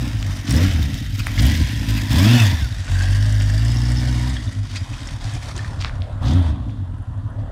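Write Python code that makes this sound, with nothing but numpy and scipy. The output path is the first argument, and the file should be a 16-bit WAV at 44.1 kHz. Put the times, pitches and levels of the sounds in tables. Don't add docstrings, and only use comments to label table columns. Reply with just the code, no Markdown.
import sys
import numpy as np
from scipy import signal
from scipy.io import wavfile
from scipy.ndimage import uniform_filter1d

SR = 44100
rng = np.random.default_rng(int(sys.argv[2]) if len(sys.argv) > 2 else 0)


def file_out(sig):
    cols = np.atleast_2d(sig).T
    lim = np.clip(cols, -1, 1)
    pcm = np.round(lim * 32767).astype(np.int16)
    wavfile.write(sys.argv[1], SR, pcm)


def decibels_to_gain(level_db):
    exponent = np.asarray(level_db, float) / 20
    return 10 ** exponent


N = 331191

# frequency in Hz, level in dB per Hz.
AIR_SPECTRUM = [(160, -33), (280, 11), (413, -25), (1030, -31), (2050, -21), (3230, -12), (4600, -24),
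                (9330, -25.5), (15700, -45)]
# time in seconds, level in dB, width in seconds.
CRUNCHES = [(.51, -33.5, 0.039), (1.2, -35, 0.011), (1.27, -40, 0.084), (1.392, -27, 0.011),
            (4.57, -56, 0.038), (4.71, -40.5, 0.037), (4.77, -30, 0.016), (4.94, -38.5, 0.0095),
            (5.01, -45, 0.036), (5.08, -42.5, 0.021), (5.25, -43.5, 0.066), (5.43, -48, 0.019),
            (5.581, -39, 0.022), (5.649, -49, 0.044), (5.82, -35, 0.02), (5.87, -45.5, 0.029),
            (6.3, -38, 0.056), (6.49, -52, .03), (6.7, -55.5, 0.028), (7.4, -58, 0.018)]
# frequency in Hz, level in dB per Hz.
GRIT_SPECTRUM = [(600, -23), (1200, 3.5), (2400, 3), (3600, 5), (5200, 3.5), (8000, -9), (10500, -22),
                 (15700, -37)]
# time in seconds, peak in dB, pitch in Hz.
STONE_SNAPS = [(0.228, -15, 3240), (0.9434, -16, 3754), (1.2692, -9, 1780), (2.8802, -21.5, 2470),
               (3.411, -18, 2280), (4.3674, -24, 3266), (5.0892, -22, 2920), (5.5655, -26, 4230),
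               (5.8047, -24, 3500), (5.815, -19, 3132), (5.824, -19, 2620), (5.838, -27, 2514),
               (5.847, -9, 3400), (5.8478, -12.5, 1490), (5.856, -20, 1887), (5.8699, -34, 2346),
               (5.896, -21, 1590), (6.0204, -20, 3416), (6.2114, -35, 1502), (6.6956, -35, 2208)]
# start in seconds, end in seconds, first frequency in Hz, last frequency in Hz, lift in dB.
ECHO_BANDS = [(.5, 2.56, 990, 1420, -8), (-2, 1.7, 4060, 4300, -5), (3, 5.9, 2420, 2900, -9),
              (0.5, 2.96, 2950, 3620, 4.5), (6.6, 7.5, 7500, 7450, 4), (3, 3.2, 3600, 2830, 4),
              (0, 1.2, 5600, 6450, 2), (4.7, 2.4, 1400, 1440, -0.5), (2.5, 4.8, 4200, 4000, -7)]
# time in seconds, share of treble lost from 0 to 1.
FAR = [(0, .6), (1.2, 0), (2.55, .05), (2.8, .88), (5.7, .9), (6.1, .99), (7.51, .99)]
# time in seconds, then the dB reaching the listener
REACH = [(0, -5, -3.5, -2), (.4, 4.5, 3.5, 2), (.75, 2.5, 1.5, 4.5), (1.15, 0, 1.5, -10), (1.45, 7, 7, 7),
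         (1.75, 0, 4, -13), (2.25, 1.5, 5.5, 7), (2.75, 0.5, 3, 2.5), (3, 4, 3.5, 2), (3.3, 3, 0.5, -3),
         (4.2, 0, 0, 1.5), (4.6, -5, -4, -4), (5.15, -1.5, 0.5, 4.5), (5.45, -0.5, 4, 5), (5.8, 3, -7.5, 4),
         (6.3, -0.5, -16, 4), (6.8, -2.5, -23, -4), (7.51, -2, -24, 3)]
# time in seconds, dB on the bark.
MOUTH = [(0, 12), (.2, 1.5), (.5, 12), (.7, 1.5), (1.3, 3), (1.95, 7.5), (2.3, 4.5), (2.8, -8), (3.3, -2.5),
         (4.1, 2.5), (4.6, 3.5), (5.5, -4.5), (6.1, -5), (6.3, 1.5), (6.6, 4.5), (7.1, -2.5), (7.51, 2.5)]

# time in seconds, peak in dB, pitch in Hz.
KNOCKS = [(0.5083, -3.5, 5550), (0.564, -4.5, 5200), (0.826, -9.5, 3700), (1.195, -5.5, 2540),
          (1.3778, -5, 2070), (1.4527, 1.5, 3000), (1.7469, -12, 3300), (1.965, -14, 2020),
          (2.114, -2.5, 3650), (3.0077, -4, 1614), (3.497, -11.5, 1740), (3.5784, -11, 4800),
          (3.652, -10, 1780), (3.701, -13, 5006), (3.7688, -9.5, 5530), (3.9829, -7, 5150),
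          (3.8355, -18, 2026), (3.852, -11, 5300), (3.969, -8, 5290), (4.0827, -13, 3150),
          (4.3657, -13, 1730), (4.366, -8, 3290), (2.879, -11, 1510), (4.76, -7, 2460), (4.7681, -10, 4900),
          (4.4755, -17, 3582), (4.9341, -17, 2495), (5.591, -8.5, 1770), (5.645, -11.5, 1800),
          (5.875, -16, 1746), (5.0718, -13, 5384)]
# time in seconds, peak in dB,
# pitch in Hz.
TICKS = [(0.226, -30, 6800), (0.4853, -35, 6680), (0.5069, -18, 8640), (0.5632, -19.5, 8400),
         (0.7337, -31, 8160), (0.9423, -29, 7180), (1.1423, -36, 6880), (1.1792, -32, 6880),
         (1.1923, -25.5, 7000), (1.268, -27, 9680), (1.4037, -27, 7540), (1.4202, -23, 9570),
         (1.453, -21, 6560), (1.4646, -22.5, 11700), (1.5165, -27, 6890), (1.5599, -31, 14500),
         (1.6152, -38, 8370), (1.9056, -26, 6510), (1.9671, -31, 6610), (2.1151, -34, 6570),
         (2.13, -24, 6900), (2.186, -21, 9850), (2.2293, -22, 7690), (2.5864, -41, 6540),
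         (2.8519, -36, 8020), (2.9098, -38, 6610), (2.9282, -30, 6700), (3.025, -23, 6500),
         (3.1086, -29, 8800), (3.1862, -40, 8800), (3.262, -29, 7030), (3.2814, -32, 7340),
         (3.3248, -27, 7580), (3.4206, -24, 7610), (3.4401, -31, 7140), (3.4615, -31, 6630),
         (3.5004, -25, 7110), (3.5783, -28, 7900), (3.6501, -25.5, 7830), (3.702, -32, 7750),
         (3.7189, -28, 7740), (3.918, -24, 7800), (4.2128, -29, 7230), (4.2966, -28, 7380),
         (4.4545, -37, 7530), (4.5271, -32, 7565), (4.7596, -24, 7365), (5.0728, -28, 7115),
         (5.3363, -27, 7350), (5.4319, -33, 6494), (5.5633, -23, 6500), (5.5779, -25, 7740),
         (5.8456, -42, 6685), (6.334, -30, 6810),
         (0.523, -22, 9010), (0.5734, -21, 6930), (0.607, -30, 6890), (0.828, -23.5, 6500),
         (4.7683, -34, 7040), (5.0076, -38, 7880), (5.015, -39, 7490), (6.9839, -51, 9580),
         (7.0243, -50, 9550), (7.1769, -51, 7170), (7.3031, -53, 9420)]
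# time in
# seconds, pitch in Hz, level in dB.
SQUEALS = [
    [(1.46, 990, -51), (1.52, 990, -63), (1.6, 990, -48.5), (2.05, 1006, -49), (2.5, 960, -34.5),
     (2.56, 970, -10)],
    [(1.47, 1950, -46), (1.525, 1960, -33.5), (1.58, 1925, -52)],
    [(.52, 464, -40), (.6, 480, -30.5), (.68, 480, -51)],
    [(6.2, 3416, -41), (6.27, 3442, -39), (6.48, 3396, -47.5), (6.6, 3420, -61), (6.72, 3480, -58.5),
     (6.95, 3322, -72)],
    [(2.36, 1900, -42), (2.42, 1950, -35), (2.54, 1850, -35)],
    [(3.2, 624.4, -40), (3.45, 592, -46), (4, 868, -54), (4.28, 976, -44.5), (4.36, 961, -50)],
    [(2.9, 1570, -34.5), (3.03, 1620, -37.5), (3.3, 1680, -43), (3.7, 1800, -43.5)],
    [(2.28, 2660, -32), (2.41, 2600, -29.5), (2.46, 2590, -38)],
    [(2.34, 3600, -46), (2.4, 3580, -32), (2.47, 3522, -38)],
    [(2.14, 560.5, -39), (2.25, 658.8, -35), (2.33, 730, -41), (2.4, 704, -49)],
    [(2.56, 1780, -48), (2.62, 1589, -43), (2.69, 1320, -43)],
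]
SQUEAL_WIDTHS = [49, 9, 160, 550, 200, 40, 150, 90, 90, 70, 30]
# time in seconds, pitch in Hz, level in dB.
CAM_CHAIN = [(2.8, 4596, -78), (2.95, 4600, -45), (3.1, 4680, -45), (3.6, 4830, -46), (3.75, 5150, -39.5),
             (4, 5400, -49), (4.3, 5040, -43), (4.4, 4990, -90)]
# multiple of the firing rate, dB against the clatter,
# dB per octave of engine speed.
WHINES = [(6, -17, 11), (11.5, -12, 0), (12, -10.5, 2), (14.75, -14, 0), (24, -10.5, 8)]
# frequency in Hz, level in dB per Hz.
CLATTER_SPECTRUM = [(590, -2), (1000, -4.5), (1140, -4), (1900, 6), (2210, 1), (3470, 1.5), (4020, 1),
                    (5310, 4), (8000, -11), (10400, -58), (17600, -120)]
# frequency in Hz, width in Hz, lift in dB.
CASE_RINGS = [(1780, 88, 2), (2800, 710, -0.5), (3680, 180, 3), (5150, 53, -5)]
# frequency in Hz, level in dB per Hz.
ROAR_SPECTRUM = [(180, -12.5), (300, -12), (414, -23.5), (646, -9.5), (881, -17.5), (995, -12), (1140, -17),
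                 (1500, -19.5), (1950, -25), (3300, -120)]
# frequency in Hz, level in dB per Hz.
HISS_SPECTRUM = [(3530, -107), (6000, -9.5), (7890, -9.5), (9500, -9), (10900, -13), (14500, -11.5),
                 (15700, -20)]
# time in seconds, change in dB, width in seconds.
LULLS = [(.43, -4.5, 0.03), (.87, -3, 0.012), (1.1, -2, 0.046), (2.75, -3.5, 0.12), (4.62, -3.5, 0.018),
         (4.68, -7, .012), (4.87, -1, 0.027), (4.97, -0.5, .012), (5.19, -7, 0.028), (5.4, -4.5, 0.028),
         (5.54, -5.5, .012), (5.72, 2.5, 0.022), (6.12, -0.5, 0.031)]

# time in seconds, firings per second.
SPEED = [(0, 61.56), (.28, 48.7), (1.32, 37.2), (1.8, 48.14), (1.92, 52.05), (2.07, 50.97), (2.84, 39.55),
         (3.27, 52.32), (3.5, 50.45), (3.71, 58.67), (4.1, 62.7), (4.2, 59), (4.3, 66.3), (4.5, 52.2),
         (4.95, 38.88), (5.3, 37.01), (6.1, 35.43), (7.51, 37.5)]
# start in seconds, crest in seconds,
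# added firings per second, fall time in seconds, bend of the rise.
BLIPS = [
    (.46, 0.647, 52.7, .27, 1.005),
    (1.33, 1.543, 39.88, .16, 1.01),
    (2.1, 2.37, 75.41, .23, 1.7),
    (6.201, 6.36, 57.06, 0.3, 0.97),
]
# opens in seconds, shuts in seconds, opening from 0 to 1.
THROTTLE = [
    (-.1, 0.009, 0.37),
    (0.471, 0.608, 0.31),
    (1.36, 1.447, 0.21),
    (1.863, 1.96, 0.24),
    (2.089, 2.384, 0.48),
    (2.884, 4.286, 0.24),
    (6.206, 6.364, 0.76),
]
# strength in dB, lateness in firings.
CYLINDERS = [(0, 0), (-2, .015), (-.7, -.012), (-3.5, .008)]
# dB at 60 firings a second,
# dB per octave of engine speed, dB added by full throttle.
LAWS = [(-26, 6, 17.5), (-35.5, 9.5, 11), (-39.5, 5.5, 10.5), (-43, 1, 9.5)]
# frequency in Hz, level in dB.
FIRST_ORDER = [(33, -39), (50, -28), (62, -25.5), (85, -21), (100, -19), (123, -17.5)]
# frequency in Hz, level in dB.
SECOND_ORDER = [(70, -19), (90, -19), (110, -15), (128, -19), (170, -29), (200, -44), (246, -9)]
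# time in seconds, change in
# dB, width in seconds.
STUMBLES = [(.42, -11, 0.11), (.6, -7, 0.017), (0.725, -11, 0.017), (1.7, -4.5, 0.012), (2.485, 2, 0.0077),
            (4.68, -2, 0.025), (4.87, -6, 0.026), (5.42, -3, 0.032), (6.63, -3.5, 0.021), (6.86, -5, 0.022),
            (1.55, -7, 0.027), (2.39, -9, 0.015), (2.75, -8, 0.05), (4.55, -2, 0.17), (6.09, -5, 0.018),
            (6.44, -7, 0.015), (7.05, -6, 0.029)]
# frequency in Hz, width in Hz, level in dB.
PIPE = [(150, 14.7, 3), (201, 34, -0.5), (254, 40, 2.5), (301.2, 42, -4), (362, 96, -21.5), (522, 110, -24)]
# frequency in Hz, width in Hz, level in dB.
GROWL = [(480, 89, 14), (663, 160, -6), (957, 85, 8.5), (1800, 340, -3), (2820, 830, -31)]
# frequency in Hz, width in Hz.
SILENCER = (101.3, 27)
# crest in seconds, peak in dB, width in seconds.
THROBS = [(0.276, -21.5, 0.091), (.777, -19, 0.12), (1.139, -18, 0.041), (1.196, -18, 0.027),
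          (1.288, -17, 0.034), (1.609, -12, 0.045), (1.734, -20, 0.046), (1.805, -15, 0.024),
          (2.719, -16, 0.017), (2.8, -20.5, 0.047), (4.476, -15, .024), (4.597, -17, 0.079),
          (4.733, -19.5, 0.058), (4.817, -19, 0.027), (4.914, -19, 0.036), (5.019, -19.5, 0.021),
          (5.146, -22, 0.042), (5.28, -19.5, 0.053), (5.35, -20.5, 0.042), (5.61, -25.5, 0.04),
          (5.761, -27, 0.17), (6.011, -17.5, 0.038), (6.172, -22.5, 0.082), (6.593, -21, 0.029),
          (6.721, -20, 0.097), (6.808, -21, 0.078), (6.914, -21, 0.07), (7.178, -17.5, 0.056),
          (7.263, -18, 0.024), (7.395, -18, 0.058)]
THROB_TONES = [99.0, 77, 103, 102.5, 102.5, 78.0, 109, 104.0, 99, 86.0, 99.9, 100.9, 95, 100.2, 111.5,
               110.2, 109.0, 108, 112.0, 103.0, 92.0, 93.0, 99.8, 89.9, 104.5, 93.2, 94.0, 98.0, 106.4,
               104.0]
# time in seconds, peak in dB.
SHORT_THROBS = [(0.152, -15), (0.396, -23), (0.562, -13), (0.959, -20), (2.601, -24.5), (2.893, -23),
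                (5.446, -26), (5.879, -28), (5.936, -28), (7.003, -25.5), (7.086, -20)]


def smoothed(x, size):
    return uniform_filter1d(uniform_filter1d(x, size), size)


def evened(x, size=None):
    power = np.mean(x ** 2) if size is None else smoothed(x ** 2, size)
    return x / np.sqrt(abs(power) + 1e-20)


def curves(rows):
    s, *columns = np.transpose(rows)
    return [np.interp(np.arange(N) / SR, s, c) for c in columns]


def read(points, hz):
    f, db = np.transpose(points)
    return np.interp(np.log(hz), np.log(f), db)


def bumps_of(rows):
    t = np.arange(0, N + 32, 32) / SR
    total = sum(height * np.exp(-((t - s) / width) ** 2) for s, height, width in rows)
    return np.interp(np.arange(N) / SR, t, total)


def resonate(x, hz, *widths):
    turn = np.exp(2j * np.pi * np.cumsum(hz * np.ones(len(x))) / SR)
    low = x * turn.conj()
    for width in widths:
        r = np.exp(-np.pi * width / SR)
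        low = signal.lfilter([1 - r], [1, -r], low)
    return 2 * (turn * low).real


def dulled(x, hz, share):
    low = signal.sosfiltfilt(signal.butter(3, hz, fs=SR, output="sos"), x)
    return evened((1 - share) * x + share * low, size=6000)


def noise(spectrum, patchy_db, bumps=(), drifts=()):
    frames, hz = N // 128 + 5, np.fft.rfftfreq(512, 1 / SR)
    a, b, patches, streaks = rng.standard_normal((frames, 257, 4), dtype=np.float32).T
    patches = evened(uniform_filter1d(uniform_filter1d(patches, size=6, axis=0), size=14, axis=1))
    streaks = evened(uniform_filter1d(uniform_filter1d(streaks, size=2, axis=0), size=90, axis=1))
    f, db = np.transpose(spectrum)
    shape = np.interp(np.log(hz + 1), np.log(f), db, left=-90, right=-90)
    for at, width, lift_db in bumps:
        shape = shape + lift_db / (1 + (2 * (hz - at) / width) ** 2)
    field = shape[:, None] + patchy_db * patches + 1.6 * streaks
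    t = np.arange(frames) * 128 / SR
    for start, end, from_hz, to_hz, lift_db in drifts:
        u = (t - start) / (end - start)
        on = (u > 0) & (u < 1)
        fade = np.minimum(1, 10 * np.minimum(u[on], 1 - u[on]))
        center = from_hz + (to_hz - from_hz) * u[on]
        band = np.exp(-(2 * (hz[:100, None] - center) / 230) ** 2)
        field[:100, on] += lift_db * fade * band
    return evened(signal.istft((a + 1j * b) * decibels_to_gain(field), nperseg=512, noverlap=384)[1][:N])


def still_air():
    return decibels_to_gain(-56) * noise(AIR_SPECTRUM, 1.2)


def lane_echo(x):
    taps, at = np.zeros(SR // 2), np.arange(500, SR // 2 - 40, 40)
    taps[at + rng.integers(0, 40, len(at))] = rng.choice([-1., 1.], len(at)) * decibels_to_gain(-60 * at / SR / 0.21)
    return signal.oaconvolve(x, taps / np.linalg.norm(taps))[:N]


def gravel():
    t = np.arange(600) / SR
    swell = bumps_of([(s, decibels_to_gain(db), width) for s, db, width in CRUNCHES])
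    grains = decibels_to_gain(4.7 * np.minimum(rng.exponential(1, N), 4)) * (rng.random(N) < 300 / SR)
    crunch = evened(1.7 + signal.oaconvolve(grains, np.exp(-t / 0.003))[:N])
    return swell * crunch * noise(GRIT_SPECTRUM, 0.49)


def stone_snaps():
    out, t = np.zeros(N + 1000), np.arange(1000) / SR
    for (s, db, hz), rattle in zip(STONE_SNAPS, rng.standard_normal((len(STONE_SNAPS), 1000))):
        near = 1 - np.interp(s, *np.transpose(FAR))
        snap = np.sin(2 * np.pi * hz * (t - .0003)) * np.exp(-((t - .00035) * hz / .62) ** 2)
        after = evened(resonate(resonate(rattle, 1.15 * hz, 2400), 1.15 * hz, 2400))
        after = after * np.exp(-t / 0.0014) * (1 - np.exp(-(t / 0.00041) ** 2))
        edge = near * rattle * np.exp(-t / 0.00047)
        out[int(s * SR) - 6:][:1000] += decibels_to_gain(db + 1.0) * (snap + 0.14 * after + 0.16 * edge)
    return out[:N]


def squeals():
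    out = np.zeros(N)
    for rows, width in zip(SQUEALS, SQUEAL_WIDTHS):
        s, hz, db = np.transpose(rows)
        t = np.arange(s[0], s[-1], 1 / SR)
        pitch = np.interp(t, s, hz)
        whistle = evened(resonate(resonate(rng.standard_normal(len(t)), pitch, width), pitch, 2 * width))
        fade = signal.windows.tukey(len(t), .2)
        out[int(s[0] * SR):][:len(t)] += decibels_to_gain(np.interp(t, s, db)) * whistle * fade
    return out


def knocks():
    out, t = np.zeros(N + 1000), np.arange(1000) / SR
    for (s, db, hz), rattle in zip(KNOCKS, rng.standard_normal((len(KNOCKS), 1000))):
        fuzzy = evened(resonate(resonate(rattle, hz, 660), hz, 660))
        ring = 0.6 * fuzzy + 1.1 * np.sin(2 * np.pi * hz * t)
        out[int(s * SR):][:1000] += decibels_to_gain(db - 18.0) * ring * (1 - np.exp(-t / 0.00074)) * np.exp(-t / 0.0061)
    return out[:N]


def bright_ticks():
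    out, t = np.zeros(N + 600), np.arange(600) / SR
    rows = TICKS
    for (s, db, hz), spit in zip(rows, rng.standard_normal((len(rows), 600))):
        near = 1 - np.interp(s, *np.transpose(FAR))
        width = 3700 * (0.7 + 0.41 * near)
        core = evened(resonate(spit, hz, width, width, 2 * width))
        bright = core + 1.5 * near ** 1.6 * evened(np.diff(spit, prepend=0))
        out[int(s * SR):][:600] += decibels_to_gain(db - 6) * bright * (1 - np.exp(-t / .0003)) * np.exp(-t / 0.0032)
    return out[:N]


def firings(turns, jitter, spread_db):
    count = np.arange(1, int(turns[-1]))
    chance = np.clip(rng.standard_normal((len(count), 2)), -1.7, 1.7)
    db, late = np.transpose(CYLINDERS)[:, count % len(CYLINDERS)]
    at = np.interp(count + late + jitter * chance[:, 0], turns, np.arange(N)).astype(int)
    return np.bincount(at, decibels_to_gain(db + spread_db * chance[:, 1]), N)


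def valve_ticks(turns):
    t = np.arange(900) / SR
    tick = (1 - np.exp(-t / .001)) * np.exp(-t / .0035)
    ticks = firings(turns + .3, .04, 3.5) + .35 * firings(turns + .8, .05, 2.5)
    grit = decibels_to_gain(1.5 * np.minimum(rng.exponential(1, N), 3)) * (rng.random(N) < 150 / SR)
    return ticks, evened(0.56 + signal.oaconvolve(ticks + 0.55 * grit, tick)[:N], size=6000)


def case_clatter(gate, far):
    metal = noise(CLATTER_SPECTRUM, 1.2, CASE_RINGS, ECHO_BANDS)
    valves = signal.sosfilt(signal.butter(4, 3000, "high", fs=SR, output="sos"), metal)
    cases = signal.sosfilt(signal.butter(4, 3000, fs=SR, output="sos"), metal)
    valves = dulled(valves, 4300, np.clip(10 * (far - .9), 0, 1))
    return evened(gate + 1.1, size=6000) * evened(cases) + decibels_to_gain(-2) * gate * valves


def intake_roar(turns, gate):
    breath = evened(1 + 0.038 * np.cos(2 * np.pi * turns) + gate, size=6000)
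    return breath * noise(ROAR_SPECTRUM, 1.8, (), ECHO_BANDS)


def engine_hiss(ticks, gate, firm, far):
    t = np.arange(900) / SR
    spit = evened(signal.oaconvolve(ticks ** 2, np.exp(-t / .0015))[:N], size=6000)
    pulse = evened(gate + (0.047 + 0.13 * firm) * spit + 0.5 * far ** 4, size=6000)
    lost = np.clip(np.minimum(far, .93) - 0.21 * firm, 0, 1)
    return pulse * dulled(noise(HISS_SPECTRUM, 1.54), 10400, lost)


def gear_whine(hz, turns, firm):
    drift, flutter = (evened(uniform_filter1d(v, size=1500)) for v in rng.standard_normal((2, N)))
    mesh = np.zeros(N)
    for multiple, db, slope_db in WHINES:
        tone = np.sin(2 * np.pi * multiple * (turns + .003 * drift))
        mesh += decibels_to_gain(db + slope_db * np.log2(hz / 60)) * tone
    return (.3 + .7 * firm) * decibels_to_gain(1.6 * flutter) * np.clip(hz / 60, 0, 1) ** 2 * mesh


def cam_chain(gate):
    chain_hz, chain_db = curves(CAM_CHAIN)
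    ring = evened(resonate(rng.standard_normal(N), chain_hz, 420, 420))
    return decibels_to_gain(chain_db) * gate ** 2 * ring / 1.37


def works(hz, turns, firm, clatter_db, roar_db, hiss_db):
    (far,) = curves(FAR)
    ticks, gate = valve_ticks(turns)
    parts = case_clatter(gate, far) + decibels_to_gain(roar_db) * intake_roar(turns, gate)
    parts = parts + decibels_to_gain(hiss_db) * engine_hiss(ticks, gate, firm, far) + gear_whine(hz, turns, firm)
    return decibels_to_gain(clatter_db - 2.5) * parts + cam_chain(gate)


def rider():
    (hz,), t = curves(SPEED), np.arange(N) / SR
    for start, crest, added_hz, fall, bend in BLIPS:
        rise = 1 - (1 - np.clip((t - start) / (crest - start), 0, 1)) ** bend
        hz = hz + added_hz * rise * np.exp(-(np.maximum(t - crest, 0) / fall) ** 1.3)

    def opening(linger_s, open_s=0.026, shut_s=0.079):
        hands = []
        for opens, shuts, share in THROTTLE:
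            ramp = np.minimum((t - opens) / open_s, 1 - (t - shuts - linger_s * share) / shut_s)
            hands.append(share * np.clip(ramp, 0, 1))
        return np.max(hands, axis=0)

    return uniform_filter1d(hz, size=1500), opening(0), opening(0.16)


def silencer():
    out, t = np.zeros(N), np.arange(N) / SR
    usual_hz, pipe_hz = 101.5, 258.8
    rows = THROBS + [(s, db, 0.022) for s, db in SHORT_THROBS]
    tones = list(THROB_TONES) + [usual_hz] * len(SHORT_THROBS)
    for (s, db, width), hz, phase in zip(rows, tones, rng.random(len(rows))):
        part = slice(max(int((s - 1.5 * width) * SR), 0), int((s + 3 * width) * SR))
        after = t[part] - s
        u = after / width
        swell = np.exp(-np.where(u < 0, 3.5, 2.2) * u ** 2)
        main = np.cos(2 * np.pi * (hz * after + phase))
        upper = decibels_to_gain(-18.5) * np.cos(2 * np.pi * (hz / usual_hz * pipe_hz * after + phase))
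        out[part] += decibels_to_gain(db) * swell * (main + upper)
    return out


def growl(turns, load):
    pulses = firings(turns, .012, 2)
    ring = sum((-1) ** k * decibels_to_gain(db) * resonate(pulses, f, w, w) for k, (f, w, db) in enumerate(GROWL))
    return decibels_to_gain(-31.5 - 24.5 * (2 - load)) * evened(ring, size=3000)


def exhaust(hz, turns, uneven, tone_db, second_db, rumble_db, bark_db):
    lope = evened(smoothed(rng.standard_normal(N), 1800))
    slow = np.clip((80 - hz) / 20, 0, 1)
    tone_db = tone_db + slow * np.clip(7 * uneven - 1.5, 0, 1) * (4.5 * lope - 2)
    tones = -decibels_to_gain(tone_db) * np.cos(2 * np.pi * turns)
    tones = tones - decibels_to_gain(second_db) * np.cos(4 * np.pi * turns + np.pi / 12)
    steady = firings(turns, 0, 0)
    lumps = firings(turns, 0.079, 6.0) - steady
    rumble = evened(resonate(lumps, 57.1, 22.5, 22.5), size=5000)
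    ring = evened(resonate(lumps, *SILENCER, SILENCER[1]), size=5000)
    wide = evened(resonate(lumps, 121.5, 30, 30), size=5000)
    low = decibels_to_gain(rumble_db) * (0.62 * rumble + 0.94 * ring + 0.35 * wide)
    drive = (1 - uneven) * steady + uneven * lumps
    bark = sum((-1) ** k * decibels_to_gain(db) * resonate(drive, f, w, 1.2 * w) for k, (f, w, db) in enumerate(PIPE))
    return np.sqrt(2) * tones + low + decibels_to_gain(bark_db) * evened(bark, size=3000)


def scene():
    hz, load, shake = rider()
    turns = np.cumsum(hz) / SR
    octaves = np.log2(hz / 60)
    tailpipe, cases, intake, mouth = curves(REACH) + curves(MOUTH)
    efforts = (load, load, shake, shake)
    rumble, bark, clatter, roar = (db + slope_db * octaves + open_db * effort
                                   for (db, slope_db, open_db), effort in zip(LAWS, efforts))
    firm = np.clip(load / 0.3, 0, 1)
    change = abs(uniform_filter1d(np.gradient(hz), size=4000)) * SR
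    steady = firm * np.clip(2 - change / 130 * 2, 0, 1) ** .5
    revving = firm - steady
    first = read(FIRST_ORDER, hz) + 6 * firm + 10.5 * (shake - load)
    second = read(SECOND_ORDER, 2 * hz) - 16 * (1 - firm)
    rumble = rumble - 7 * np.clip((hz - 92) / 20, 0, 1) - 9 * steady - 9 * revving
    uneven = .37 - .17 * steady - .06 * revving - .14 * load
    pipe = exhaust(hz, turns, uneven, first, second, rumble, bark + mouth)
    hits = signal.sosfilt(signal.butter(2, 9000, fs=SR, output="sos"), knocks() + stone_snaps())
    hiss = -8.5 + 4.5 * shake - 2.5 * octaves
    engine = works(hz, turns, firm, clatter + cases, roar + intake - clatter - cases, hiss)
    bike = decibels_to_gain(tailpipe + bumps_of(STUMBLES)) * pipe + silencer() + growl(turns, load)
    bike = bike + decibels_to_gain(bumps_of(LULLS)) * engine + squeals() + gravel()
    return (bike + hits + bright_ticks() + decibels_to_gain(-9.0) * lane_echo(hits) + still_air())[None]


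def roll_off(x):
    return signal.sosfilt(signal.butter(12, 15880, fs=SR, output="sos"), x)


def record(dry):
    rounded = .95 * np.tanh(dry / .95)
    thin = signal.sosfilt(signal.butter(2, 24, "high", fs=SR, output="sos"), rounded)
    mix = signal.oaconvolve(thin, signal.firwin(255, 15900, fs=SR)[None], "same")
    return roll_off(mix)


dry = scene()
out = record(dry)
file_out(out)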